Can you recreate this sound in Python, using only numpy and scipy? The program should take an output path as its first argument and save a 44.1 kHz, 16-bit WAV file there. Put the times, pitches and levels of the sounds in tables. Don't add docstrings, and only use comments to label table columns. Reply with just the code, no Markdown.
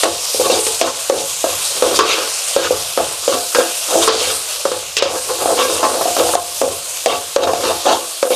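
import sys
import numpy as np
from scipy import signal
from scipy.io import wavfile
from scipy.ndimage import uniform_filter1d

SR = 44100
rng = np.random.default_rng(int(sys.argv[2]) if len(sys.argv) > 2 else 0)


def voltage_ratio(decibels):
    exponent = np.asarray(decibels, float) / 20
    return 10 ** exponent


def pcm_store(signal):
    levels = np.round(np.clip(np.atleast_2d(signal), -1, 1) * 32767)
    wavfile.write(sys.argv[1], SR, levels.astype(np.int16).T)


N = 368428

# (start_s, thud_db, favoured pitch of the struck spot knock_hz, wall clack_db, steel tick_db)
KNOCKS = [(0.034, 3.5, 613, -9, -14), (0.345, -6, 480, -45, -27), (0.397, -4.5, 510, -37, -39),
          (0.498, -3.5, 518, -39, -39), (0.666, -8, 450, -24, -19.5), (0.813, 0.5, 628, -13, -12),
          (1.098, 2.5, 539, -11.5, -20), (1.122, -9, 543, -32, -33), (1.441, -1, 622, -15.5, -42),
          (1.823, 3.5, 500, -11.5, -18), (1.99, 3.5, 430, 0.5, -8), (2.563, 0, 543, -11, -20.5),
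          (2.707, -4.5, 517, -31, -37), (2.975, -0.5, 580, -12, -23), (3.278, -3.5, 544, -18, -24),
          (3.548, -10.5, 620, -9, -14.5), (3.585, -0.5, 516, -36, -26), (4.076, -3.5, 450, -7, -18),
          (4.653, -2.5, 552, -12, -26), (4.716, -8.5, 514, -19, -25), (4.968, -14, 450, -22, -11),
          (5.023, -3, 538, -13, -17), (5.457, -5.5, 702, -19, -29), (5.829, -10, 670, -10, -27),
          (6.01, -11.5, 676, -18, -53), (6.055, -4, 617, -27, -37), (6.166, -12.5, 707, -14, -23),
          (6.335, -9, 560, -11.5, -36), (6.353, -1, 724, -9, -16.5), (6.615, 3, 607, -15, -24),
          (6.677, -8, 550, -30, -46), (7.06, 3, 624, -16, -13), (7.362, 3.5, 550, -10.5, -17.5),
          (7.383, -10, 505, -25, -39), (7.472, -5.5, 576, -13, -38), (7.534, -10.5, 713, -22, -25),
          (7.854, -8, 567, -32, -37), (8.228, 1, 550, -9, -18), (8.252, -8, 523, -28, -38),
          (8.305, -4, 500, -41, -28)]
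STIR_DB = (-44, -36, -32)


def rms_one(x):
    return x / np.sqrt(np.mean(x ** 2) + 1e-20)


def in_time(rows):
    time_s, *columns = np.transpose(rows)
    return [np.interp(np.arange(N) / SR, time_s, column) for column in columns]


def drift(rate_hz):
    r = np.exp(-80 * np.pi * rate_hz / SR)
    noise = rng.standard_normal(N // 40 + 2002)
    slow = signal.lfilter([1], [1, -2 * r, r * r], noise)[2000:]
    return np.interp(np.arange(N) / 40, np.arange(len(slow)), rms_one(slow))


def ring(force, hz, t60_s):
    r = voltage_ratio(-60 / (t60_s * SR))
    w = 2 * np.pi * hz / SR
    return signal.lfilter([0, np.sin(w)], [1, -2 * r * np.cos(w), r * r], force + 1e-18)


def grains(per_s, spread_db):
    sizes = voltage_ratio(spread_db * np.minimum(rng.exponential(1, N), 5)) * rng.choice([-1, 1], N)
    happens = rng.random(N) < per_s / SR
    return rms_one(sizes * happens)


def high_pass(x, hz, order):
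    return signal.sosfilt(signal.butter(order, hz, "high", fs=SR, output="sos"), x)


def coloured(sources, spectrum, low_hz, count, tilt_db, shared_db, own_db):
    spectrum_hz, spectrum_db = np.transpose(spectrum)
    together = drift(22.0)
    edges = np.minimum(low_hz * 2 ** (np.arange(count + 1) / 3), 0.45 * SR)
    out = 0
    for k, (low, high) in enumerate(zip(edges, edges[1:])):
        band_pass = signal.butter(2, [low, high], "band", fs=SR, output="sos")
        band = signal.sosfilt(band_pass, sources[k % len(sources)])
        level_db = np.interp(np.log(low * high) / 2, np.log(spectrum_hz), spectrum_db)
        lean_db = tilt_db * np.clip(np.log2(high / 9000), -1.5, 1)
        flicker_db = shared_db * together + own_db * drift(3.5)
        out = out + band * voltage_ratio(level_db + lean_db + flicker_db)
    return rms_one(out)


def spot_db(hz, favoured_hz, octaves):
    return 13.0 * np.exp(-0.5 * (np.log2(hz / favoured_hz) / octaves) ** 2)


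def stroke():
    # (start_s at full pressure, held_s, base rumble_db, wall ring_db, grit_db, favoured wall_hz, favoured grit_hz)
    scrapes = [(0.38, 0.042, -13.5, -24, -16, 1150, 4000), (0.455, 0.081, -11.5, -16.5, -12, 1040, 4060),
               (0.56, 0.029, -20, -30.5, -15.5, 1080, 5500), (0.85, 0.029, -30, -18.5, -21, 1060, 4000),
               (1.18, 0.03, -21, -38, -19, 1230, 3900), (1.5, 0.082, -46, -29, -24.5, 1100, 3950),
               (1.77, 0.037, -21.5, -27, -18, 1200, 4000), (1.845, .03, -13.5, -32, -23, 1260, 5000),
               (1.91, 0.06, -12.5, -19.5, -31, 1150, 4000), (1.962, 0.022, -11, -12, -3, 1120, 4460),
               (2.03, 0.016, -15.5, -20, -33, 1050, 2900), (2.09, 0.053, -22, -18, -9, 1320, 2800),
               (2.17, 0.075, -24, -19.5, -18, 1340, 2350), (2.6, 0.026, -35, -20, -15.5, 1340, 4400),
               (2.65, 0.011, -16, -10, -10.5, 1330, 4000), (3.24, 0.028, -26, -21, -14.5, 1150, 4000),
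               (3.328, 0.011, -10.5, -14.5, -14, 1180, 3970), (3.556, .02, -10, -4, -6, 1470, 3900),
               (3.901, 0.048, -17, -20.5, -20, 1310, 4000), (3.958, 0.013, -5, -20, -24, 1200, 4000),
               (4.03, 0.034, -10, -11.5, -6.5, 1100, 4500), (4.11, .04, -19, -24.5, -24, 1140, 5000),
               (4.2, .11, -22, -20, -12.5, 1270, 2780), (4.988, 0.0061, -23, -25, -5, 1250, 3180),
               (5.109, 0.047, -18, -18, -64, 1100, 3500), (5.298, 0.012, -14.5, -19, -21, 1200, 4000),
               (5.42, 0.027, -11, -13, -14.5, 1160, 3980), (5.5, 0.029, -11, -17, -20.5, 1110, 3950),
               (5.588, 0.032, -14, -11, -11, 1130, 3000), (5.68, 0.14, -16, -21, -18.5, 1100, 4000),
               (5.834, 0.01, -11, -11.5, -17.5, 1120, 4000), (5.92, 0.13, -16.5, -20, -31, 1150, 4000),
               (6.188, 0.01, -8.5, -12, -14, 1130, 3500), (6.27, 0.075, -13, -19.5, -16, 1100, 4000),
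               (7.1, 0.029, -17.5, -14, -14.5, 1090, 3050), (7.434, 0.012, -3.5, -12.5, -7.5, 1130, 3540),
               (7.5, 0.025, -17, -18, -32, 1100, 4000), (7.56, 0.071, -19.5, -28, -24, 1130, 3000),
               (7.639, 0.065, -13, -13.5, -17, 990, 3570), (7.866, 0.062, -9, -10, -11, 920, 3940),
               (8.26, 0.044, -14, -35, -35, 1270, 4020), (8.325, .02, -19, -24.5, -15, 1070, 4000)]
    # (time_s, favoured base_hz)
    touch_spots = [(0.05, 570), (0.35, 456), (0.5, 485), (0.67, 450), (0.82, 563), (1.12, 520), (1.84, 540),
                   (1.95, 417), (2.04, 435), (2.2, 526), (2.72, 474), (2.98, 620), (3.3, 553), (3.62, 530),
                   (3.97, 620), (4.04, 430), (4.2, 436), (4.28, 510), (4.9, 490), (5.14, 580), (5.32, 480),
                   (5.42, 710), (5.55, 566), (5.77, 420), (5.83, 660), (5.91, 570), (6.02, 660),
                   (6.22, 610), (6.35, 660), (6.63, 514), (7.07, 590), (7.4, 557), (7.56, 607), (7.64, 430),
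                   (7.74, 704), (7.9, 660), (8.05, 523), (8.33, 495)]
    swell_db_s = 537
    skid_db, skid_held_s = (-13, -6, -4.5), 0.023
    ease_db, ease_bend = (18.5, 18.5, 20), 0.81
    scrape_ease = 1.14
    lift_db, lift_s = 24.0, 0.02

    knock_s, thud_db, _, clack_db, tick_db = np.transpose(KNOCKS)
    start_s, held_s, *scrape_db, wall_hz, grit_hz = np.transpose(scrapes)
    coarse = np.arange(0, N, 40)
    skid_age = coarse / SR - knock_s[:, None]
    scrape_age = coarse / SR - start_s[:, None]
    skid_fade = (10 * np.maximum(skid_age - skid_held_s, 0)) ** ease_bend
    scrape_fade = (10 * np.maximum(scrape_age - held_s[:, None], 0)) ** ease_bend

    landing = np.zeros(N)
    landing[np.round(knock_s * SR).astype(int)] = np.minimum(voltage_ratio(thud_db + 2) + voltage_ratio(tick_db + 8), 1)
    airborne = signal.lfilter([1], [1, -np.exp(-1 / (lift_s * SR))], landing[::-1] + 1e-18)[::-1]

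    levels = []
    for k, knock_db in enumerate((thud_db, clack_db, tick_db)):
        shape_db = swell_db_s * np.minimum(scrape_age, 0) - scrape_ease * ease_db[k] * scrape_fade
        skid_shape = (skid_age > 0) * voltage_ratio(-2 * ease_db[k] * skid_fade)
        power = voltage_ratio(2 * STIR_DB[k])
        power = power + voltage_ratio(2 * scrape_db[k]) @ voltage_ratio(2 * shape_db)
        power = power + voltage_ratio(2 * (knock_db + skid_db[k])) @ skid_shape
        level_db = np.interp(np.arange(N), coarse, 10 * np.log10(power))
        levels.append(level_db - lift_db * airborne)
    t = np.arange(N) / SR
    pitches = [np.interp(t, start_s + held_s / 2, hz) for hz in (wall_hz, grit_hz)]
    return levels + in_time(touch_spots) + pitches


def frying():
    # (time_s, relative level_db, brightness tilt_db per octave)
    hiss_course = [(0.0, -20, -3.5), (0.4, -22, -1.6), (0.8, -23, -3.4), (1.09, -25.5, -2.9),
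                   (1.56, -24, -3.9), (1.85, -22, -4.5), (2.3, -25.5, -5), (3.05, -25.5, -4),
                   (3.5, -24, -1), (3.75, -23.5, -1.7), (4.07, -20.5, -3.7), (4.4, -24.5, -2),
                   (4.52, -26, -4.5), (4.93, -30.5, -4.5), (5.4, -25, -1.3), (5.9, -23.5, -2.7),
                   (6.3, -22, -2.5), (6.58, -24.5, -1.5), (7.0, -25.5, -1.8), (7.2, -29, -1.5),
                   (7.68, -25, -4.2), (8.02, -28.5, -2.3), (8.35, -26, 0.5)]
    # (pitch_hz, relative level_db per Hz)
    hiss_colour = [(88, -50), (150, -31), (209, -53), (366, -38), (509, 11), (595, -26), (668, -2),
                   (948, -9.5), (1090, -4), (1980, -12.5), (2700, -2.5), (3690, 0.5), (8490, 5.5),
                   (11400, 1), (15500, -13.5)]
    # (start_s, depth_db, dull_db per octave [negative is brighter], recovery back_s)
    dips = [(0.043, 8, 2.5, 0.3), (0.815, 6.5, 2.5, 0.21), (1.1, 1, -2, 0.51), (1.995, 5, 6, .2),
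            (4.08, 10.5, 11, 0.15), (4.99, 16, 19, 0.13), (6.615, 5, 0.5, 0.34), (7.365, 5, -3.5, 0.39)]
    flare_db_per_db = 0.01

    hiss_db, tilt_db = in_time(hiss_course)
    grit_db = stroke()[2]
    hiss_db = hiss_db + flare_db_per_db * np.maximum(grit_db - STIR_DB[2], 0)
    for start_s, depth_db, dull_db, back_s in dips:
        dip = np.interp(np.arange(N) / SR, [start_s, start_s + 0.01, start_s + 0.01 + back_s], [0, 1, 0])
        hiss_db = hiss_db - depth_db * dip
        tilt_db = tilt_db - dull_db * dip
    bursts = [grains(9000.0, spread_db=2.5) for _ in range(2)]
    hiss = coloured(bursts, hiss_colour, 151.5, count=21, tilt_db=tilt_db, shared_db=0.72, own_db=1.68)
    return voltage_ratio(hiss_db + 4.5) * hiss


def hum():
    # (time_s, relative level_db)
    hum_course = [(0.0, -48), (0.5, -46.5), (1.1, -48.5), (1.5, -44), (1.8, -44), (2.2, -55), (2.75, -40.5),
                  (3.1, -43), (3.5, -55), (4.0, -52), (4.5, -48.5), (4.9, -46), (5.3, -48), (5.9, -52),
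                  (6.2, -45), (7.0, -48), (7.4, -47), (7.65, -46), (8.35, -61.5)]
    # (pitch_hz, width_hz, relative level_db)
    hum_peaks = [(48.4, 22, -8.5), (92.3, 23, -1), (156.8, 41, -4.5)]
    hum_db_per_db, lag_s = 0.482, 0.034

    r = np.exp(-1 / (lag_s * SR))
    rumble_db = stroke()[0]
    pressure_db = signal.lfilter([1 - r], [1, -r], rumble_db - STIR_DB[0])
    out = 0
    for hz, width_hz, level_db in hum_peaks:
        t60_s = np.log(1000) / (np.pi * width_hz)
        once = ring(rng.standard_normal(N), hz, t60_s)
        out = out + voltage_ratio(level_db) * rms_one(ring(once, hz, t60_s))
    gain_db = in_time(hum_course)[0] - 8.5 + hum_db_per_db * pressure_db
    return voltage_ratio(gain_db) * high_pass(out, 42.0, order=4)


def pan():
    # (pitch_hz, relative level_db, 60 dB fade time t60_s)
    pan_modes = [(261.5, -8, 0.2), (336, -13, 0.03), (338.6, -5, 0.24), (396.5, -11, 0.13),
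                 (406.3, -8.5, 0.16), (446, -8.5, 0.31), (507.2, -1.5, 0.16), (550, -2, 0.11),
                 (646.4, -3.5, 0.094), (707, -4, 0.36), (670.8, -2, 0.16), (755, 7.5, 0.032),
                 (732, -1, 0.045), (826, -9, 0.2), (851.8, -2.5, 0.32), (900, -6.5, 0.062),
                 (1063, -7, 0.055), (1138, -11, .12), (1291, -11, 0.035), (1440, -14, 0.053),
                 (1487, -18.5, 0.11), (1615, -12, 0.15), (1730, -10.5, 0.038)]
    wall_from_hz = 890
    undertone_share = 0.47

    knock_s, thud_db, knock_hz, clack_db, _ = np.transpose(KNOCKS)
    rumble_db, wall_db, _, base_hz, wall_hz, _ = stroke()
    at = np.round(knock_s * SR).astype(int)
    luck_db = rng.normal(0, 2.0, (len(at), len(pan_modes)))
    slips = [grains(800.0, spread_db=3.5) * voltage_ratio(1.3 * drift(30.0)) for _ in range(3)]
    base, wall = 0, 0
    for k, (hz, level_db, t60_s) in enumerate(pan_modes):
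        wander_db = 3.0 * drift(11.0)
        if hz < wall_from_hz:
            drag_db = rumble_db - 44.0 + spot_db(hz, base_hz, 0.29) + wander_db
            drag_db = drag_db + undertone_share * spot_db(2 * hz, base_hz, 0.31)
            force = slips[k % 3] * voltage_ratio(drag_db)
            force[at] += voltage_ratio(thud_db - 31.5 + 2.32 * spot_db(hz, knock_hz, 0.11) + luck_db[:, k])
            base = base + voltage_ratio(level_db) * ring(force, hz, t60_s)
        else:
            force = slips[k % 3] * voltage_ratio(wall_db - 37.5 + spot_db(hz, wall_hz, 0.2) + wander_db)
            hit_db = clack_db - 5 + 0.6 * spot_db(hz, wall_hz[at], 0.2) + luck_db[:, k]
            force[at] += voltage_ratio(hit_db) * (-1) ** k
            wall = wall + voltage_ratio(level_db) * ring(force, hz, t60_s)

    thud = slips[0] * voltage_ratio(rumble_db - 29)
    thud[at] += voltage_ratio(thud_db - 10)
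    clack = slips[1] * voltage_ratio(wall_db - 24)
    clack[at] += voltage_ratio(clack_db + 2.5)
    cushion = signal.butter(2, 884, fs=SR, output="sos")
    base = signal.sosfilt(cushion, base + ring(thud, 543.0, 0.033))
    out = base + wall + ring(clack, 1272.0, 0.011)
    return high_pass(out, 307, order=4)


def spoon():
    # (pitch_hz, relative level_db, 60 dB fade time t60_s)
    spoon_modes = [(2270, -6, 0.011), (2743, -3, 0.014), (3210, -2, 0.0077), (3720, -1.5, 0.0098),
                   (4320, 2.5, 0.003), (4960, -3, 0.01), (5170, -1, 0.0022), (5410, -11.5, 0.027),
                   (5960, 2.5, 0.0033), (6600, 12, 0.001)]
    grit_spot_octaves, grit_spot_share = 0.62, 0.57

    knock_s, *_, tick_db = np.transpose(KNOCKS)
    _, _, grit_db, _, _, grit_hz = stroke()
    at = np.round(knock_s * SR).astype(int)
    luck_db = rng.normal(0, 2.5, (len(at), len(spoon_modes)))
    grit = grains(6000.0, spread_db=0.5) * voltage_ratio(grit_db - 31 + 0.41 * drift(6.0))
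    out = 0
    for k, (hz, level_db, t60_s) in enumerate(spoon_modes):
        lift_db = grit_spot_share * spot_db(hz, grit_hz, grit_spot_octaves)
        force = grit * voltage_ratio(2.5 * drift(16.6) + lift_db)
        force[at] += voltage_ratio(tick_db + luck_db[:, k] - 4)
        out = out + voltage_ratio(level_db) * ring(force, hz, t60_s) * (-1) ** k

    start = np.zeros(N)
    start[at] = voltage_ratio(tick_db + 11.0)
    crack, rasp = [signal.lfilter([1], [1, -voltage_ratio(-60 / (t60_s * SR))], start + 1e-18) for t60_s in (0.01, 0.1)]
    puff = (crack + voltage_ratio(-7.5) * rasp) * rng.standard_normal(N)
    puff_band = signal.butter(3, [1500.0, 7000.0], "band", fs=SR, output="sos")
    return high_pass(out, 1630.0, order=2) + signal.sosfilt(puff_band, puff)


def scene():
    return np.tile(frying() + hum() + pan() + spoon(), (2, 1))


def low_pass(x):
    return signal.sosfilt(signal.butter(12, 15700, fs=SR, output="sos"), x)


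def record(dry):
    threshold_db, release_db_s = -4.5, 45.0
    loudness = uniform_filter1d(np.abs(dry[0]), size=45)
    over_db = np.maximum(20 * np.log10(loudness + 1e-9) - threshold_db, 0)
    climb_db = release_db_s * np.arange(N) / SR
    duck_db = np.maximum.accumulate(over_db + climb_db) - climb_db
    limited = np.clip(dry * voltage_ratio(-duck_db), -1, 1)
    top_cut = signal.cheby2(16, 70, 15700, fs=SR, output="sos")
    mix = np.clip(signal.sosfilt(top_cut, limited), -1, 1)
    return low_pass(mix)


dry = scene()
out = record(dry)
pcm_store(out)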